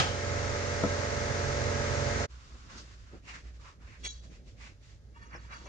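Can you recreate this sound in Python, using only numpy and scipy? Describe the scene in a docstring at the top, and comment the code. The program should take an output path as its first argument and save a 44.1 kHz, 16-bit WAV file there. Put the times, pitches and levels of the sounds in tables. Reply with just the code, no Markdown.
"""An air tool's supply machine drones under a truck in a workshop: multiples of one steady cycle, summed
as sines, over a throbbing noise roar of air and steel. A crash dies away at the start; the drone is soon cut.
Then a steel bar clanks and jingles as ringing modes, boots scuff and a tyre rolls on gritty concrete as
coloured noise, and things thud as struck dull bodies, over a low rumble of one chance-level sine and noise."""
import sys
import numpy as np
from scipy import signal
from scipy.fft import rfft, irfft, next_fast_len
from scipy.io import wavfile

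SR = 44100
rng = np.random.default_rng(int(sys.argv[2]) if len(sys.argv) > 2 else 0)


def amplitude_ratio(level_db):
    """Convert a level in decibels to the matching linear amplitude (field) ratio."""
    exponent = np.asarray(level_db, float) / 20
    return 10 ** exponent


def digitize_waveform(pressure):
    """Quantize a signal to 16-bit integers and store it at the path in sys.argv[1].

    Rows of a 2-D input are taken as channels; values are limited to [-1, 1].
    """
    field = np.atleast_2d(pressure).T
    bounded = np.clip(field, -1, 1)
    quanta = np.round(bounded * 32767).astype(np.int16)
    wavfile.write(sys.argv[1], SR, quanta)


N = 250488
TIME = np.arange(N) / SR
HALF = np.array([[.5], [-.5]])   # shares a left-right difference between the two channels

# Stereo likeness of the drone's roar. Each row: frequency in Hz, correlation of left and right.
ROAR_LIKENESS = [(60, 0.98), (250, 0.48), (600, 0.96), (2000, 0.15), (5000, 0.14), (9000, 0.31)]
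# Stereo balance of the roar. Each row: frequency in Hz, left over right in dB.
ROAR_BALANCE = [(60, -1.5), (100, -9.5), (180, -9.5), (320, 7.5), (550, -7.5), (960, 2), (1670, -1.5),
                (2900, 2), (5050, 1), (8790, -3.5)]
# Stereo phase of the drone and its roar. Each row: frequency in Hz, lead of the left in radians.
ROAR_LEAD = [(0, 0), (340, 0.61), (950, 1.57), (1550, 2), (1810, -2), (2330, 0), (2840, -1.5), (3360, -3.5),
             (3620, 2.7), (4310, 0.4), (5600, -0.7), (6980, -7.5), (7750, 4.5), (8960, 4.5)]
# Stereo likeness of the quiet workshop. Each row: frequency in Hz, correlation of left and right.
SHOP_LIKENESS = [(60, 0.93), (250, 1), (600, 0.81), (2000, 0.18), (5000, 0.26), (9000, 0.19)]
# Stereo balance of the quiet workshop. Each row: frequency in Hz, left over right in dB.
SHOP_BALANCE = [(60, -1.5), (100, -5.5), (180, -2), (320, 2), (550, 2.5), (960, -3), (1670, -2.5),
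                (2900, 0.5), (5050, 1.5), (8790, -5.5)]
# Stereo phase of the quiet workshop. Each row: frequency in Hz, lead of the left in radians.
SHOP_LEAD = [(0, 0), (260, 1.26), (690, -1), (1460, 4), (2330, -0.5), (3360, -1.5), (3880, -4.5),
             (4220, -4), (5000, -10), (5770, -5), (6290, -8.5), (6550, -4.5), (7240, -8), (8960, -8.5)]
# Broad colour of a crash. Each row: frequency in Hz, relative density in dB per Hz.
CRASH_COLOUR = [(59, -33.5), (100, -10), (803, -12.5), (952, -17), (1290, -11.5), (1710, -10.5),
                (3200, -13), (6450, -17.5), (9240, -35), (12000, -77), (20300, -120)]


def rms_one(x):
    """Scales a signal to an rms of 1."""
    return x / np.sqrt(np.mean(x ** 2) + 1e-20)


def in_time(rows):
    """Draws straight lines through rows of a time in seconds and values, one curve per column."""
    seconds, *columns = np.transpose(rows)
    return [np.interp(TIME, seconds, column) for column in columns]


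def at_hz(points, hz):
    """Reads a curve over frequency, straight on a logarithmic frequency axis."""
    points = np.array(points)
    return np.interp(np.log(hz), np.log(points[:, 0]), points[:, 1])


def drift(rate_hz):
    """Slow chance of spread 1: noise twice through a one-pole low-pass, made at every 40th sample."""
    pole = np.exp(-2 * np.pi * rate_hz * 40 / SR)
    slow = signal.lfilter([1], [1, -2 * pole, pole ** 2], rng.standard_normal(N // 40 + 2002))
    slow = rms_one(slow[2000:])   # skips the filter's settling
    return np.interp(np.arange(N) / 40, np.arange(len(slow)), slow)


def noise(spectrum, likeness, balance, lead, peaks=()):
    """Stereo noise of a given colour, likeness, balance and phase lead by frequency; the middle has rms 1."""
    size = next_fast_len(N)
    hz = np.maximum(np.fft.rfftfreq(size, 1 / SR), 1)
    inside = (hz > spectrum[0][0]) * (hz < spectrum[-1][0])
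    power = amplitude_ratio(at_hz(spectrum, hz)) ** 2 * inside
    power = power / power.sum()
    for peak_hz, width_hz, peak_db in peaks:
        bell = np.exp(-.5 * ((hz - peak_hz) * 2 / width_hz) ** 2)
        power = power + amplitude_ratio(peak_db + 32) ** 2 * bell / bell.sum()   # -32 dB equals the whole broad colour
    alike = np.clip(at_hz(likeness, hz), -1, 1)
    mid, side = rfft(rng.standard_normal((2, size)))
    pair = np.sqrt(1 + alike) * mid + np.sqrt(1 - alike) * side * 2 * HALF
    pair = pair * np.exp(1j * HALF * np.interp(hz, *np.transpose(lead)))
    pair = pair * np.sqrt(power) * amplitude_ratio(at_hz(balance, hz) * HALF)
    out = irfft(pair, size)[:, :N]
    return out / np.sqrt(np.mean(out.mean(axis=0) ** 2))


def shop_noise(colour):
    """Noise with the stereo image of the quiet workshop."""
    return noise(colour, SHOP_LIKENESS, SHOP_BALANCE, SHOP_LEAD)


def drone(waver_db, throb, slip_rad):
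    """Multiples of the cycle, the high ones blurred by uneven strokes, over a roar that throbs twice a cycle."""
    # The strong multiples of the cycle. Each entry: multiple of the cycle.
    multiples = [3, 4, 5, 6, 8, 9, 10, 11, 12, 14, 15, 17, 19, 20, 21, 22, 23, 24, 25, 26, 28, 30, 31, 37,
                 39, 43, 48, 54, 59, 64, 67, 72, 76, 83, 94]
    # Strength of those multiples, in the same order. Each row: left rms in dB, right rms in dB, before wavering.
    order_levels = [(-49, -45), (-39, -37.5), (-58, -50.5), (-54, -46), (-62, -62.5), (-61.5, -58.5),
                    (-53, -47), (-68.5, -64), (-55.5, -49), (-62.5, -56.5), (-55, -59), (-49, -54),
                    (-50.5, -48.5), (-49.5, -45), (-56.5, -55), (-51, -48), (-59.5, -68.5), (-52.5, -48.5),
                    (-66, -56.5), (-53, -38), (-61.5, -63.5), (-58, -58), (-56, -47.5), (-61.5, -53.5),
                    (-59.5, -54), (-55, -54), (-55, -54), (-60, -55), (-51.5, -55), (-67, -58.5),
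                    (-62, -62), (-49.5, -59.5), (-68, -55), (-48.5, -59), (-57.5, -58.5)]
    # The drone swells in, holds and is cut. Each row: time in seconds, gain in dB.
    swell_and_cut = [(0, -5), (.12, -2), (.4, 0), (1.2, 0.5), (2.24, 1.5), (2.258, -4), (2.272, -43.5),
                     (5.68, -36)]
    # Broad colour of air and steel. Each row: frequency in Hz, relative density in dB per Hz.
    roar_colour = [(21, -33), (35, -9), (98, -9), (142, -8.5), (175, -23), (226, -14), (306, -20),
                   (575, -12), (761, -20.5), (836, -18), (1300, -17.5), (2080, -18.5), (3160, -24.5),
                   (6510, -21), (9240, -44.5), (9550, -54.5)]
    # Panels shaken by the drone. Each row: frequency in Hz, width in Hz, power in dB (-32 = the broad colour).
    panels = [(45, 12, -45.5), (65, 6, -48.5), (117.5, 6, -41.5), (131.2, 11, -42.5), (470, 32, -48),
              (590, 100, -58), (847, 78, -45.5), (1284, 79, -43), (1516, 230, -42), (2040, 280, -42.5)]
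    cycle_hz = 22.325
    turn = 2 * np.pi * cycle_hz * TIME
    tones = np.zeros((2, N))
    for multiple, (left_db, right_db) in zip(multiples, order_levels):
        lead = np.interp(multiple * cycle_hz, *np.transpose(ROAR_LEAD)) * HALF
        height = np.sqrt(2) * amplitude_ratio([[left_db], [right_db]] + waver_db * drift(2.7))
        uneven_turn = turn + slip_rad * drift(3)
        tones += height * np.sin(multiple * uneven_turn + rng.uniform(0, 2 * np.pi) + lead)
    roar = amplitude_ratio(-37) * noise(roar_colour, ROAR_LIKENESS, ROAR_BALANCE, ROAR_LEAD, panels)
    throbbing_roar = roar * (1 + throb * np.sin(2 * turn))
    return amplitude_ratio(in_time(swell_and_cut)[0]) * (tones + throbbing_roar)


def bang():
    """A crash already dying away, fast at first and then with the hall."""
    # Resonances of the crash. Each row: frequency in Hz, width in Hz, power in dB (-32 = the broad colour).
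    crash_peaks = [(129, 58, -42), (553, 67, -49.5), (795, 120, -40), (1268, 42, -38.5), (1470, 100, -57),
                   (3150, 170, -40.5)]
    fast_t60_s, hall_t60_s = 0.077, 0.48
    fall = amplitude_ratio(-30.5 - 60 * TIME / fast_t60_s) + amplitude_ratio(-28.5 - 60 * TIME / hall_t60_s)
    return fall * noise(CRASH_COLOUR, ROAR_LIKENESS, ROAR_BALANCE, ROAR_LEAD, crash_peaks)


def bar(uneven_db, flutter_db, split_hz):
    """Each touch feeds every mode with a strength of its own; modes come as close pairs that beat and flutter."""
    # Modes of the steel bar. Each row: frequency in Hz, dB in the clank, dB in the jingle, t60 in seconds.
    modes = [(930, -39, -5, 0.3), (1137, -34, -1.5, .2), (1240, -33, -5, 0.39), (1425, -20, -4, 0.15),
             (1590, -28, -15, .25), (1722, -39, 3.5, 0.15), (1810, -21, 1, 0.18), (1990, -0.5, -12, 0.075),
             (2290, -1, 0, 0.11), (2380, -14, -21, .2), (2740, -0.5, -4, 0.1), (2835, -17, -10, 0.19),
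             (3260, -2, -39, 0.34), (3350, 2, -12, 0.3), (3934, 0.5, -14.5, 0.34), (4010, -24, -22, .2),
             (4255, -19, -28, .25), (4435, -7.5, -18, 0.33), (4590, -14, -21, 0.46), (4960, -16, -16, 0.3),
             (5400, -21, -18, 0.33), (5520, -11, -25, 0.32), (5770, 0, -18, 0.24), (5870, -7.5, -20, 0.4),
             (6300, -11, -17, 0.62), (6655, 5, -21, 0.2), (7100, -12, -19, 0.35), (7640, -20, -30, 0.23),
             (8200, -22.5, -34, 0.18), (8850, -17, -20, .15)]
    # Touches of the bar. Each row: start in seconds, level in dB, rattle length in seconds, 0 clank to 1 jingle.
    touches = [(4.026, -41, 0.039, 0.13), (5.129, -59.5, 0.057, 1), (5.199, -57, 0.044, 0.95),
               (5.26, -66, 0.058, 0.85), (5.31, -54, 0.044, 1), (5.402, -61.5, 0.068, 0.88),
               (5.489, -47.5, 0.069, 1), (5.586, -65, 0.04, 0.83), (5.641, -57, 0.029, 0.64)]
    out, first = np.zeros((2, N)), round(touches[0][0] * SR)
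    t = np.arange(N - first) / SR
    for hz, clank_db, jingle_db, t60_s in modes:
        push = np.zeros(N)
        for start_s, touch_db, length_s, mix in touches:
            mix, at = np.clip(mix, 0, 1), round(start_s * SR)
            swell = np.hanning(round(length_s * SR))
            chance_db = uneven_db * rng.standard_normal()
            strength = amplitude_ratio(touch_db + clank_db + mix * (jingle_db - clank_db + chance_db))
            push[at:at + len(swell)] += (strength * swell / swell.sum())[:N - at]
        dying = signal.lfilter([1], [1, -amplitude_ratio(-60 / (t60_s * SR))], push[first:] + 1e-18)
        lead = np.interp(hz, *np.transpose(SHOP_LEAD)) * HALF
        phases = rng.uniform(0, 2 * np.pi, (2, 1, 1)) + lead
        apart_hz = split_hz * rng.uniform(0.31, 1)
        pair = np.sin(2 * np.pi * hz * t + phases[0])
        pair = pair + 0.52 * np.sin(2 * np.pi * (hz + apart_hz) * t + phases[1])
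        out[:, first:] += dying * amplitude_ratio(flutter_db * drift(21)[first:]) * pair
    return out


def crack(start_s, peak_db, length_s):
    """The broad knock of the bar meeting the floor: one smooth swell of crash-coloured noise."""
    t = np.clip((TIME - start_s) / length_s, 0, 1)
    return amplitude_ratio(peak_db) * np.sin(np.pi * t) ** 2 * shop_noise(CRASH_COLOUR)


def strokes(start_s, hold_s, level_db, rise_db_per_s, fall_db_per_s):
    """Level in dB of every scuff: a steady rise, a hold, a steady fall."""
    start_s, hold_s, level_db = start_s[:, None], hold_s[:, None], level_db[:, None]
    rise_db = rise_db_per_s * np.maximum(start_s - TIME, 0)
    fall_db = fall_db_per_s * np.maximum(TIME - start_s - hold_s, 0)
    return level_db - rise_db - fall_db


def coloured(x, centre_hz, lift_db, sharpness):
    """A moving resonance stands out of the sound, block by block; power stays about even."""
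    peak, state = np.zeros_like(x), np.zeros((2, 2))
    for i in range(0, N, 256):
        r = np.exp(-np.pi * centre_hz[i] / sharpness / SR)
        w = 2 * np.pi * centre_hz[i] / SR
        peak[:, i:i + 256], state = signal.lfilter([1 - r, 0, r - 1], [1, -2 * r * np.cos(w), r * r],
                                                   x[:, i:i + 256], zi=state)
    lift = amplitude_ratio(lift_db)
    return (x + lift * peak) / np.sqrt(1 + (2 * lift + lift ** 2) / sharpness)


def scuffs(patchy_db):
    """Rubber dragged on concrete: a mid scuff coloured by the loudest stroke, and a high hiss."""
    # Boots, tread and bar dragged on grit. Each row: start in seconds, hold in seconds, scuff level in dB,
    # hiss level in dB, colour of the scuff in Hz.
    drags = [(2.307, 0.42, -64, -65, 1290), (2.703, .07, -55.5, -59, 1290), (2.78, .01, -55, -52, 1330),
             (2.835, .11, -64.5, -64.5, 1540), (2.976, .07, -69, -69, 1600),
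             (3.07, 0.1, -64.5, -69.5, 1380), (3.288, 0.023, -49.5, -56.5, 2450),
             (3.343, 0.017, -50, -56, 1830), (3.447, 0.042, -64, -68, 1700), (3.548, .02, -70, -70, 1900),
             (3.61, .03, -62.5, -67, 1100), (3.656, .035, -55, -63, 1110), (3.821, .04, -63, -71, 1300),
             (3.877, 0.087, -60.5, -67.5, 2050), (4.004, .17, -69.5, -65, 1750),
             (4.242, .01, -67.5, -64.5, 1620), (4.321, 0.038, -65.5, -66.5, 2160),
             (4.48, 0.014, -69.5, -65.5, 2240), (4.614, 0.059, -56, -60.5, 2230),
             (4.833, .1, -71, -68, 1900), (5.17, .14, -68, -75, 1750), (5.343, 0.0089, -49.5, -77, 1480),
             (5.415, .05, -66, -68, 1700), (5.524, .01, -48, -65, 1470), (5.573, .07, -61.5, -64, 1310),
             (5.672, .01, -53, -67, 990)]
    # Colour of rubber on concrete. Each row: frequency in Hz, relative density in dB per Hz.
    scuff_colour = [(500, -3), (800, -5.5), (1100, 1), (1500, 0), (2200, -1), (2900, -3), (3500, -35)]
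    # Colour of the grit. Each row: frequency in Hz, relative density in dB per Hz.
    grit_colour = [(2500, -4.5), (3600, -1), (5200, -8), (6800, -4.5), (7800, -12), (9000, -21.5),
                   (10000, -33), (13000, -54)]
    start_s, hold_s, scuff_db, hiss_db, colour_hz = np.array(drags).T
    scuff_db = strokes(start_s, hold_s, scuff_db, rise_db_per_s=415, fall_db_per_s=270)
    hiss_db = strokes(start_s, hold_s, hiss_db, rise_db_per_s=330, fall_db_per_s=195)
    loudest_hz = colour_hz[scuff_db.argmax(axis=0)]
    scuff = coloured(shop_noise(scuff_colour), loudest_hz, lift_db=3.5, sharpness=2.5)
    # once the hiss narrows to a bright swish
    swish_s, swish_width_s = 2.787, 0.026
    swish_db = 10 * np.exp(-.5 * ((TIME - swish_s) / swish_width_s) ** 2)
    hiss = coloured(shop_noise(grit_colour), np.full(N, 5150), lift_db=2 + swish_db, sharpness=5.0)
    # between strokes each falls no lower than a faint bed
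    scuff_db = np.maximum(scuff_db.max(axis=0), -93) + patchy_db * drift(23)
    hiss_db = np.maximum(hiss_db.max(axis=0), -80) + patchy_db * drift(25)
    return amplitude_ratio(scuff_db) * scuff + amplitude_ratio(hiss_db) * hiss


def burst(start_s, length_s):
    """A blow smeared into a short swell of noise, of unit energy on average."""
    out, at = np.zeros(N), round(start_s * SR)
    swell = np.hanning(round(length_s * SR))[:N - at]
    out[at:at + len(swell)] = swell * rng.standard_normal(len(swell)) / np.sqrt(np.sum(swell ** 2))
    return out


def ring(x, hz, t60_s):
    """A two-pole resonator: a unit click sets a dying sine of height 1 ringing."""
    r, w = amplitude_ratio(-60 / (t60_s * SR)), 2 * np.pi * hz / SR
    return signal.lfilter([0, np.sin(w)], [1, -2 * r * np.cos(w), r * r], x + 1e-18)


def thuds(shuffle_db):
    """A soft blow inside a short shuffle rings one dull body at the pitch of each thud."""
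    # Dull blows. Each row: time in seconds, peak in dB before panning, pitch in Hz, left over right in dB.
    blows = [(0.835, -16, 259.6, 5), (2.551, -52.5, 205, 7), (2.757, -46.5, 205, 4), (3.133, -48, 249, -2),
             (5.348, -38.5, 436, 5), (5.659, -43, 527, 6)]
    # Modes of the dull body. Each row: multiple of the pitch, level in dB, t60 in seconds.
    body_modes = [(.8, 0, 0.094), (1.1, 1.5, 0.098), (1.35, -11, 0.053), (1.9, -4.5, 0.082),
                  (2.5, -2, 0.053), (3.7, -4, 0.038), (5, -7, 0.065)]
    out = np.zeros((2, N))
    for blow_s, peak_db, pitch_hz, pan_db in blows:
        push = amplitude_ratio(shuffle_db) * burst(blow_s - .015, 0.043)
        push[round((blow_s + .002) * SR)] -= 1
        body = np.zeros(N)
        for k, (multiple, mode_db, t60_s) in enumerate(body_modes):
            sense = -1 if k > 2 else 1   # upper modes start in the other sense
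            body += sense * amplitude_ratio(mode_db) * ring(push, multiple * pitch_hz, t60_s)
        out += amplitude_ratio(peak_db + pan_db * HALF) * body / np.abs(body).max()
    return out


def tyre(patchy_db):
    """The tyre rolling: low noise whose level follows a drawn curve with patchy chance on top."""
    # Level of the rolling tyre. Each row: time in seconds, level in dB before the patchiness.
    rolling_level = [(2.27, -59), (2.29, -68), (2.55, -60.5), (2.66, -64), (2.74, -56.5), (3.07, -70.5),
                     (3.15, -52.5), (3.22, -70), (3.25, -62), (3.92, -65.5), (4.06, -61), (4.18, -70.5),
                     (4.25, -58.5), (4.98, -68.5), (5.31, -62), (5.36, -60), (5.41, -64.5), (5.68, -56)]
    # Colour of the rolling. Each row: frequency in Hz, relative density in dB per Hz.
    rolling_colour = [(80, -30.5), (130, -3), (250, -7), (500, -15.5), (800, -23), (1100, -68)]
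    return amplitude_ratio(in_time(rolling_level)[0] + patchy_db * drift(25)) * shop_noise(rolling_colour)


def rumble_tone():
    """The chance level of the low rumble drawn as one sine of drifting pitch, a little stronger on the right."""
    # Chance level of the low rumble, drawn as one sine. Each row: time in seconds, rms level in dB
    # before the stereo tilt.
    chance_level = [(2.27, -68), (2.34, -44.5), (2.48, -70), (2.52, -49.5), (2.64, -52.5), (2.67, -70),
                    (2.76, -52.5), (3.35, -55), (3.37, -70), (3.46, -44.5), (3.7, -57), (3.77, -67),
                    (3.86, -43), (3.92, -70), (3.98, -48.5), (4.15, -47), (4.51, -57.5), (4.7, -48.5),
                    (4.75, -75), (4.77, -57.5), (5.55, -50), (5.57, -62), (5.63, -51), (5.68, -49.5)]
    hz = 58.7 + 1.28 * drift(3.1)
    tone = np.sin(2 * np.pi * np.cumsum(hz) / SR)
    return np.sqrt(2) * amplitude_ratio(in_time(chance_level)[0]) * tone * amplitude_ratio([[-1], [1]])


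def rumble_bed(level_db):
    """A steady bed of low noise."""
    # Colour of the rumble. Each row: frequency in Hz, relative density in dB per Hz.
    rumble_colour = [(25, -12), (45, -1.5), (60, -1.5), (75, -6), (110, -5), (160, -21)]
    return amplitude_ratio(level_db) * shop_noise(rumble_colour)


def air(level_db):
    """A faint steady hiss of high noise."""
    # Colour of the hiss. Each row: frequency in Hz, relative density in dB per Hz.
    air_colour = [(8000, -2), (9500, -4.5), (11000, -2), (13000, -9)]
    return amplitude_ratio(level_db) * shop_noise(air_colour)


def shop():
    """The quiet workshop fades in just after the cut."""
    start_s, fade_s = 2.27, 0.04
    fade = np.clip((TIME - start_s) / fade_s, 0, 1)
    low_end = tyre(patchy_db=2.5) + rumble_tone() + rumble_bed(level_db=-55.0)
    return fade * (scuffs(patchy_db=0.5) + low_end + air(level_db=-94.5))


def scene():
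    """The drone and the crash, then the bar, the thuds and the quiet workshop."""
    machine = drone(waver_db=1.0, throb=0.063, slip_rad=0.013) + bang()
    steel = bar(uneven_db=-0.5, flutter_db=5.0, split_hz=60) + crack(4.025, peak_db=-47, length_s=0.068)
    return machine + steel + thuds(shuffle_db=-5.5) + shop()


def low_pass(x):
    """Removes everything above the highest recorded frequency."""
    return signal.sosfilt(signal.butter(12, 12700, fs=SR, output="sos"), x)


def record(dry):
    """Turns the dry scene into the finished sound."""
    return low_pass(dry)


dry = scene()
out = record(dry)
digitize_waveform(out)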